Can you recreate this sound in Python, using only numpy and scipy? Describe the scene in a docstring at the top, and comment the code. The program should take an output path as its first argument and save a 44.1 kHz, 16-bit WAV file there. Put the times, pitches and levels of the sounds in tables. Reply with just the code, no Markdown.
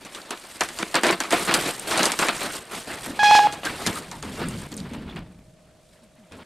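"""Plastic sheet rolled over a greenhouse frame

Two people handle a stiff hollow sheet outdoors, some metres away. It buckles in snaps over a rustle,
booms and thumps as it wobbles, chirps and squeaks on the frame. A faint hum stands in the garden air.
The scene runs sped up: time skips ahead every 40 ms, cutting rings short."""
import sys
import numpy as np
from scipy import signal
from scipy.io import wavfile
from scipy.ndimage import uniform_filter1d

SR = 44100
rng = np.random.default_rng(int(sys.argv[2]) if len(sys.argv) > 2 else 0)


def persist_wave(psi):
    """Save psi, clipped to +-1, as 16-bit WAV."""
    counts = np.round(np.clip(psi, -1, 1) * 32767).astype(np.int16)
    wavfile.write(sys.argv[1], SR, np.atleast_2d(counts).T)


N = 284445
PIECE_S, FIRST_SKIP_S = 0.04, 0.032

# buckling snaps: t/s, crack level/dB, body level/dB, ring t60/s
SNAPS = [(0.0487, -36, -35, 0.2), (0.147, -32, -31.5, 0.29), (0.3058, -22, -20.5, 0.24),
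         (0.607, -15, -13.5, 0.17), (0.634, -23.5, -31, 0.27), (0.6867, -27, -32, 0.1),
         (0.7865, -25.5, -30.5, 0.63), (0.826, -22, -10, 0.058), (0.942, -22, -16.5, 0.29),
         (0.953, -16, -10.5, 0.16), (1.033, -15.5, -12.5, 0.23), (1.065, -15.5, -15, 0.39),
         (1.082, -26, -18, 0.26), (1.1072, -20, -36, 0.2), (1.126, -26, -16, 0.073),
         (1.2021, -16, -20.5, 0.16), (1.235, -27.5, -30, 0.44), (1.3054, -21.5, -22.5, 0.46),
         (1.3229, -19, -15.5, 0.39), (1.474, -33, -16.5, 0.21), (1.51, -21, -14, 0.11),
         (1.539, -8, -10, 0.27), (1.9091, -22.5, -21, 1), (1.974, -15.5, -20, 0.31),
         (1.991, -22, -13, 0.37), (2.03, -13.5, -17, 0.23), (2.0543, -11.5, -19, 0.33),
         (2.1175, -14.5, -21, 0.16), (2.1887, -13, -18, 0.19), (2.216, -22.5, -19.5, 0.86),
         (2.2836, -20, -10.5, 0.087), (2.4061, -27, -36, 1), (3.5235, -28, -31.5, 0.37),
         (3.6505, -23, -24, 0.4), (3.863, -14, -18, 0.22), (3.87, -13, -16.5, 0.12),
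         (4.1128, -29, -32.5, 0.17), (4.225, -29, -29.5, 0.31), (4.4034, -48, -32.5, 0.88),
         (4.717, -35, -33.5, 0.096), (4.775, -33, -53, 0.5), (4.9335, -38.5, -33, 0.19),
         (5.159, -43.5, -31.5, 0.24), (6.32, -43.5, -42.5, 0.23)]
# panel flips, booming until held again: t/s, length/s, level/dB
BOOMS = [(1.313, .4, -50), (3.067, .08, -30), (3.877, .04, -26.5), (4.23, .16, -35.5), (4.392, .28, -30.5),
         (4.712, .2, -34.5), (4.91, .24, -36.5), (6.3, .12, -42.5)]


def amp(db):
    return 10 ** (np.asarray(db) / 20)


def unit_rms(x):
    return x / np.sqrt(np.mean(x ** 2) + 1e-20)


def colour(x, points):
    """Minimum-phase filter through points of f/Hz, gain/dB."""
    f, db = np.transpose(points)
    hz = abs(np.fft.fftfreq(4096, 1 / SR))
    log_gain = np.log(amp(np.maximum(np.interp(np.log(hz + 1), np.log(f), db), -100)))
    taps = np.fft.ifft(np.exp(np.conj(signal.hilbert(log_gain)))).real
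    return signal.oaconvolve(x, taps[:2048])[:len(x)]


def ring(x, modes):
    """Sum of two-pole resonances: f/Hz, width/Hz, gain/dB."""
    return sum(amp(db) * signal.lfilter(*signal.iirpeak(hz, hz / width, SR), x)
               for hz, width, db in modes)


def shaped(envelope, drive, shape):
    """Enveloped drive through a filter scaled to keep the envelope's level."""
    return shape(envelope * drive) / np.std(shape(drive))


def skips(t):
    """Count of time skips up to t."""
    return np.floor((t - FIRST_SKIP_S) / PIECE_S).astype(int) + 1


def skipping_noise(shape, speed=1):
    """Filtered unit noise, read at a given speed, jumping one piece ahead at each skip."""
    position = np.cumsum(speed * np.ones(N)) + skips(np.arange(N) / SR) * round(PIECE_S * SR)
    return unit_rms(np.interp(position, np.arange(3 * N), shape(rng.standard_normal(3 * N))))


def air():
    """Garden air at unit level."""
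    # air spectrum: f/Hz, density/dB
    spectrum = [(25, -2.5), (407, -8), (620, 2), (874, -19), (7970, -20.5), (10900, -25), (13500, -39)]
    return skipping_noise(lambda x: colour(x, spectrum))


def hum(hz=626, level_db=-63.5):
    """Faint tone; phase and level jump at each skip."""
    t = np.arange(N) / SR
    tone = np.sqrt(2) * np.sin(2 * np.pi * (hz * t + rng.random(200)[skips(t)]))
    return tone * amp(level_db + 1.7 * rng.standard_normal(200)[skips(t)])


def handling(jump_share=0.8, boom_fade_db_per_s=32):
    """Rustle, hiss and wobble gains: strokes and booms over steady handling, stepping at each skip."""
    # steady handling: t/s, rustle/dB, hiss/dB, wobble/dB
    steady = [(0.0, -46, -51, -58), (0.3, -49.5, -49, -68), (0.6, -46, -44.5, -54.5), (1.3, -43, -44, -59),
              (1.8, -40.5, -42, -63), (2.4, -50, -38, -51), (2.65, -50, -51.5, -59.5),
              (3.1, -43, -45.5, -49), (3.548, -47, -48.5, -49), (4.1, -45.5, -50, -44.5),
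              (4.69, -58, -50.5, -50), (5.2, -47, -67.5, -38.5), (5.3, -63, -68, -46),
              (5.7, -66, -70.5, -59.5), (6.45, -62.5, -66, -63)]
    # sheet sliding on sheet or frame: t/s, length/s, rustle/dB, hiss/dB
    strokes = [(1.326, 0.39, -30.5, -32), (1.88, 0.22, -34, -35.5), (2.188, 0.092, -37, -32.5),
               (2.412, 0.066, -29, -36.5), (2.519, 0.078, -42, -36.5), (2.72, 0.075, -33.5, -37),
               (2.879, 0.092, -37, -40.5), (3.028, 0.05, -36.5, -36), (3.222, 0.28, -34, -51),
               (3.633, 0.11, -34.5, -43), (3.755, .24, -38, -38.5), (4.239, 0.42, -44.5, -47.5),
               (4.389, 0.048, -29, -53), (4.812, 0.3, -47.5, -76), (5.793, 0.26, -84, -67.5),
               (6.33, 0.094, -45.5, -60.5)]
    piece = skips(np.arange(N) / SR)
    t = FIRST_SKIP_S + PIECE_S * (np.arange(piece[-1] + 1) - .5)  # piece centres
    steady_s, *steady_db = np.transpose(steady)
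    rub, hiss, flex = (amp(2 * np.interp(t, steady_s, db)) for db in steady_db)  # powers
    start_s, length_s, rub_db, hiss_db = np.transpose(strokes)
    from_s = np.maximum(start_s, t[:, None] - PIECE_S / 2)
    to_s = np.minimum(start_s + length_s, t[:, None] + PIECE_S / 2)
    overlap = np.clip((to_s - from_s) / PIECE_S, 0, 1)
    rub += overlap @ amp(2 * rub_db)
    hiss += overlap @ amp(2 * hiss_db)
    flip_s, free_s, boom_db = np.transpose(BOOMS)
    age_s = t[:, None] - flip_s
    booming = (age_s > 0) * (age_s < free_s)
    flex += (booming * amp(2 * (boom_db - boom_fade_db_per_s * age_s.clip(0)))).sum(1)
    gains = []
    for power in rub, hiss, flex:
        db = (10 * np.log10(power) + 1.2 * rng.standard_normal(200)[:len(t)])[piece]
        stepped_db, smooth_db = uniform_filter1d(db, 60), uniform_filter1d(db, 2400)
        gains.append(amp(jump_share * stepped_db + (1 - jump_share) * smooth_db))
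    return gains


def chirps():
    """Sheet sliding on the frame: brief noise in one narrow resonance."""
    # slides: t/s, length/s, f/Hz, level/dB
    slides = [(3.662, 0.043, 1584, -29.5), (3.851, 0.028, 2100, -31.5), (3.955, 0.031, 1234, -32.5),
              (4.104, 0.067, 906, -42), (5.09, 0.033, 3410, -47)]
    out = np.zeros(N)
    for s, length_s, hz, db in slides:
        band = ring(rng.standard_normal(6000), [(hz, 0.027 * hz, 0)])
        tone = unit_rms(band[2000:][:round(length_s * SR)])
        out[round(s * SR):][:len(tone)] += amp(db) * tone * signal.windows.tukey(len(tone), .5)
    return out


def wobble(flex, taut_ratio=1.15, slacken_per_s=1.6):
    """The flexing panel booms; its modes start high at each flip and sink."""
    # slow bending modes: f/Hz, width/Hz, gain/dB
    modes = [(72.6, 42, 3), (154, 140, 2.5), (218, 90, 1), (400, 50, -8)]
    t, flip_s = np.arange(N) / SR, np.transpose(BOOMS)[0]
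    age_s = t - flip_s[np.maximum(np.searchsorted(flip_s, t) - 1, 0)]
    pitch_ratio = taut_ratio * np.exp(-slacken_per_s * age_s.clip(0, .3))
    return flex * skipping_noise(lambda x: ring(ring(x, modes), modes), pitch_ratio)


def thumps(rise_s=0.0099, t60_s=0.4, sag_per_s=4.37):
    """A soft push on the panel: one low note that sags as it dies."""
    # panel thumps: t/s, f/Hz, level/dB
    pushes = [(4.435, 187.5, -24), (4.719, 258, -29), (4.785, 202.3, -26), (6.016, 252, -48),
              (6.181, 247, -43.5)]
    t, out = np.arange(SR // 4) / SR, np.zeros(N + SR)
    for s, hz, db in pushes:
        note = np.sin(2 * np.pi * np.cumsum(hz * np.exp(-sag_per_s * t)) / SR)
        out[round(s * SR):][:len(t)] += amp(db - 60 * t / t60_s) * (1 - np.exp(-t / rise_s)) * note
    return out[:N]


def creases(hiss, rate_per_s=130, t60_s=0.014):
    """Tiny creases, each a broad tick with a high ping; most are random and scale with the hiss."""
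    # loudest creases: t/s, level/dB
    loudest = [(.217, -30), (1.796, -21), (2.432, -21), (2.501, -36), (2.54, -29), (4.486, -24.5),
               (4.726, -30), (4.741, -28.5), (4.767, -29), (4.802, -28.5)]
    # tick pitches (the ring near 8.4 kHz is probably the microphone's): f/Hz
    pings_hz = [4200, 6600, 8350, 8700]
    hits = hiss * (rng.random(N) < rate_per_s / SR)
    hits *= amp(1.5 + 2.9 * np.minimum(rng.exponential(1, N), 3))
    for s, db in loudest:
        hits[round(s * SR)] = amp(db)
    which = rng.integers(0, len(pings_hz), N)
    t, out = np.arange(400) / SR, np.zeros(N)
    for k, hz in enumerate(pings_hz):
        burst = amp(-60 * t / t60_s) * rng.standard_normal(len(t))
        tick = 0.13 * np.diff(burst) + 2.3 * ring(burst, [(hz, 1500, 0)])[1:]
        out += signal.oaconvolve(hits * (which == k), tick)[:N]
    return out


def squeak(end_s=3.672, release_db_per_s=150):
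    """Stick-slip on the frame: ten wavering harmonics and a rasp, gliding between time skips."""
    # squeak track: t/s, f/Hz, fundamental/dB, octave/dB, upper partials/dB, rasp/dB
    track = [(3.192, 833.6, -21.5, -20.5, -34, -35.5), (3.245, 833.3, -14.5, -17, -27.5, -25),
             (3.29, 829.7, -14.5, -29, -24.5, -30.5), (3.325, 843.7, -9, -25.5, -28, -25.5),
             (3.365, 835.5, -12.5, -19, -24.5, -21), (3.402, 825.3, -11, -26, -38.5, -28.5),
             (3.422, 828, -20.5, -27, -40.5, -32.5), (3.455, 839, -13.5, -37, -39.5, -35),
             (3.472, 826, -30.5, -39, -45.5, -46)]
    # time skips where the squeak's level steps: t/s
    level_skips_s = [3.232, 3.472]
    clicks_s = [3.232, 3.312, 3.352, 3.392, 3.472]  # phase jumps at time skips
    row_s, *columns = np.transpose(track)
    t = np.arange(row_s[0], end_s, 1 / SR)
    part = np.searchsorted(level_skips_s, t, "right")
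    row_part = np.searchsorted(level_skips_s, row_s + .002)
    hz, first_db, octave_db, upper_db, rasp_db = (
        np.choose(part, [np.interp(t, row_s[row_part == p], column[row_part == p]) for p in range(3)])
        for column in columns)
    turns = np.cumsum(hz) / SR + 0.407 * uniform_filter1d(1. * np.searchsorted(clicks_s, t), 20)
    partials_db = [first_db, octave_db, upper_db + 1.8] + [upper_db - 4.6 * k for k in range(7)]
    drift = uniform_filter1d(uniform_filter1d(rng.standard_normal((2, 10, len(t))), 300), 300)
    tone = np.zeros(len(t))
    for k, db in enumerate(partials_db):
        loose = min(0.06 + 0.16 * k, 0.75)  # higher partials waver more
        waver = (unit_rms(drift[0, k]) + 1j * unit_rms(drift[1, k])) / np.sqrt(2)
        phasor = np.exp(2j * np.pi * ((k + 1) * turns + rng.random()))
        tone += amp(db) * ((np.sqrt(1 - loose ** 2) + loose * waver) * phasor).real
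    grit = [(3130, 4300, 0)]
    rasp = amp(rasp_db) * unit_rms(ring(ring(rng.standard_normal(len(t)), grit), grit))
    release = amp(-release_db_per_s * (t - level_skips_s[-1]).clip(0))
    out = np.zeros(N)
    out[round(row_s[0] * SR):][:len(t)] = (np.sqrt(2) * tone + rasp) * release
    return out


def crackle(rate_per_s, spread_db, t60_s, floor):
    """Noise that leaps at random tiny slips and decays after each."""
    slips = (rng.random(N) < rate_per_s / SR) * amp(spread_db * np.minimum(rng.exponential(1, N), 4))
    strength = signal.lfilter([1], [1, -amp(-60 / (t60_s * SR))], slips)
    return unit_rms((floor + unit_rms(strength)) * rng.standard_normal(N))


def patchy(x, depth_db):
    """Each moment excites another part of the sheet: the colour drifts in patches."""
    spectrum = signal.stft(x, nperseg=256)[2]
    noise = rng.standard_normal(spectrum.shape)
    patches = unit_rms(uniform_filter1d(uniform_filter1d(noise, 3, axis=0), 9, axis=1))
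    return signal.istft(spectrum * amp(depth_db * patches), nperseg=256)[1][:N]


def snap_envelope(levels_db, t60_s, rise_s, delay_s=0, skip_age_s=0.016):
    """Power sum of a quick rise and exponential fall per snap; each skip ages the ring."""
    t, power = np.arange(SR // 2) / SR, np.zeros(N + SR)
    for s, db, ring_s in np.broadcast(np.transpose(SNAPS)[0], levels_db, t60_s):
        age_s = t + skip_age_s * np.maximum(skips(s + t) - skips(s + 0.0057), 0)
        envelope = amp(db - 60 * age_s / max(ring_s, .005)) * (1 - np.exp(-t / rise_s))
        power[round((s + delay_s) * SR):][:len(t)] += envelope ** 2
    return np.sqrt(power[:N])


def sheet(rub, hiss):
    """Rubbing rustles and hisses; buckling gives a click and crack, a knock and a duller ring."""
    # spectra of rubbed sheet, surface hiss, snap front and struck sheet: f/Hz, density/dB
    rustle_eq = [(70, -46), (130, -6), (340, -1), (1200, -4.5), (2500, -8.5), (4500, -15.5), (7000, -38)]
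    hiss_eq = [(4000, -6), (6500, -11), (8400, -6.5), (10000, -11.5), (12500, -14.5), (15500, -48)]
    crack_eq = [(500, -33), (1500, 1.5), (3500, 8), (8400, 8.5), (11000, -0.5), (15500, -24)]
    knock_eq = [(100, -29), (190, -1), (340, -3), (1300, 0), (2500, -5), (4500, -11.5), (7000, -36.5)]
    # hollow-sheet resonances: f/Hz, width/Hz, gain/dB
    cells = [(333.7, 37, 1.5), (682, 18, -5.5)]
    _, crack_db, body_db, t60_s = np.transpose(SNAPS)
    rustle = shaped(rub, crackle(370, 1.9, 0.12, floor=0.17), lambda x: colour(x, rustle_eq))

    tail = snap_envelope(body_db - 1.5, t60_s, rise_s=0.0043)
    punch = snap_envelope(body_db - 9, 0.21 * t60_s, rise_s=0.00093)
    impact = snap_envelope(body_db - 0.5, 0.007, rise_s=0.00018, delay_s=0.002)
    push = np.sqrt(tail ** 2 + punch ** 2 + impact ** 2)
    shiver = crackle(500, 2.5, 0.03, floor=0.9)
    knock = shaped(push, shiver, lambda x: colour(x + 1.66 * ring(x, cells), knock_eq))

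    scrape = np.hypot(hiss, snap_envelope(crack_db - 11.5, 0.64 * t60_s, rise_s=0.0031))
    fizz = shaped(scrape, crackle(210, 0.72, 0.048, floor=1), lambda x: colour(x, hiss_eq))

    click = snap_envelope(crack_db + 5, 0.005, rise_s=0.0001, delay_s=0.0015)
    front = np.hypot(snap_envelope(crack_db - 9.5, 0.45 * t60_s, rise_s=0.0008), click)
    crack = shaped(front, rng.choice([-1., 1.], N), lambda x: colour(x, crack_eq))
    return rustle + knock + fizz + crack


def scene():
    """Close-set microphones differ by shifting scattered reflections; the squeak sits slightly right."""
    # stereo width: f/Hz, side gain/dB
    width = [(60, -35), (200, -43), (600, -26.5), (2000, -12.5), (8000, -10.5), (15000, -5.5)]
    rub, hiss, flex = handling()
    centre = patchy(sheet(rub, hiss), depth_db=1.68) + creases(hiss) + wobble(flex) + thumps() + chirps()
    centre += hum() + amp(-61.5) * air()
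    squeal = squeak()
    spectrum = signal.stft(centre + 0.45 * squeal, nperseg=256)[2]
    random_phase = np.exp(2j * np.pi * rng.random(spectrum.shape))
    scattered = signal.istft(spectrum * random_phase, nperseg=256)[1][:N]
    mid = centre + squeal
    side = colour(scattered, width) - 0.09 * squeal + amp(-68) * air()
    return np.array([mid + side, mid - side])


def record(dry):
    """The input stage rounds off the highest peaks; then the band limit."""
    edge_hz = 15650
    lowpass = signal.firwin(511, edge_hz, window=("kaiser", 9), fs=SR)
    return signal.oaconvolve(np.tanh(dry), lowpass[None], "same")


dry = scene()
out = record(dry)
persist_wave(out)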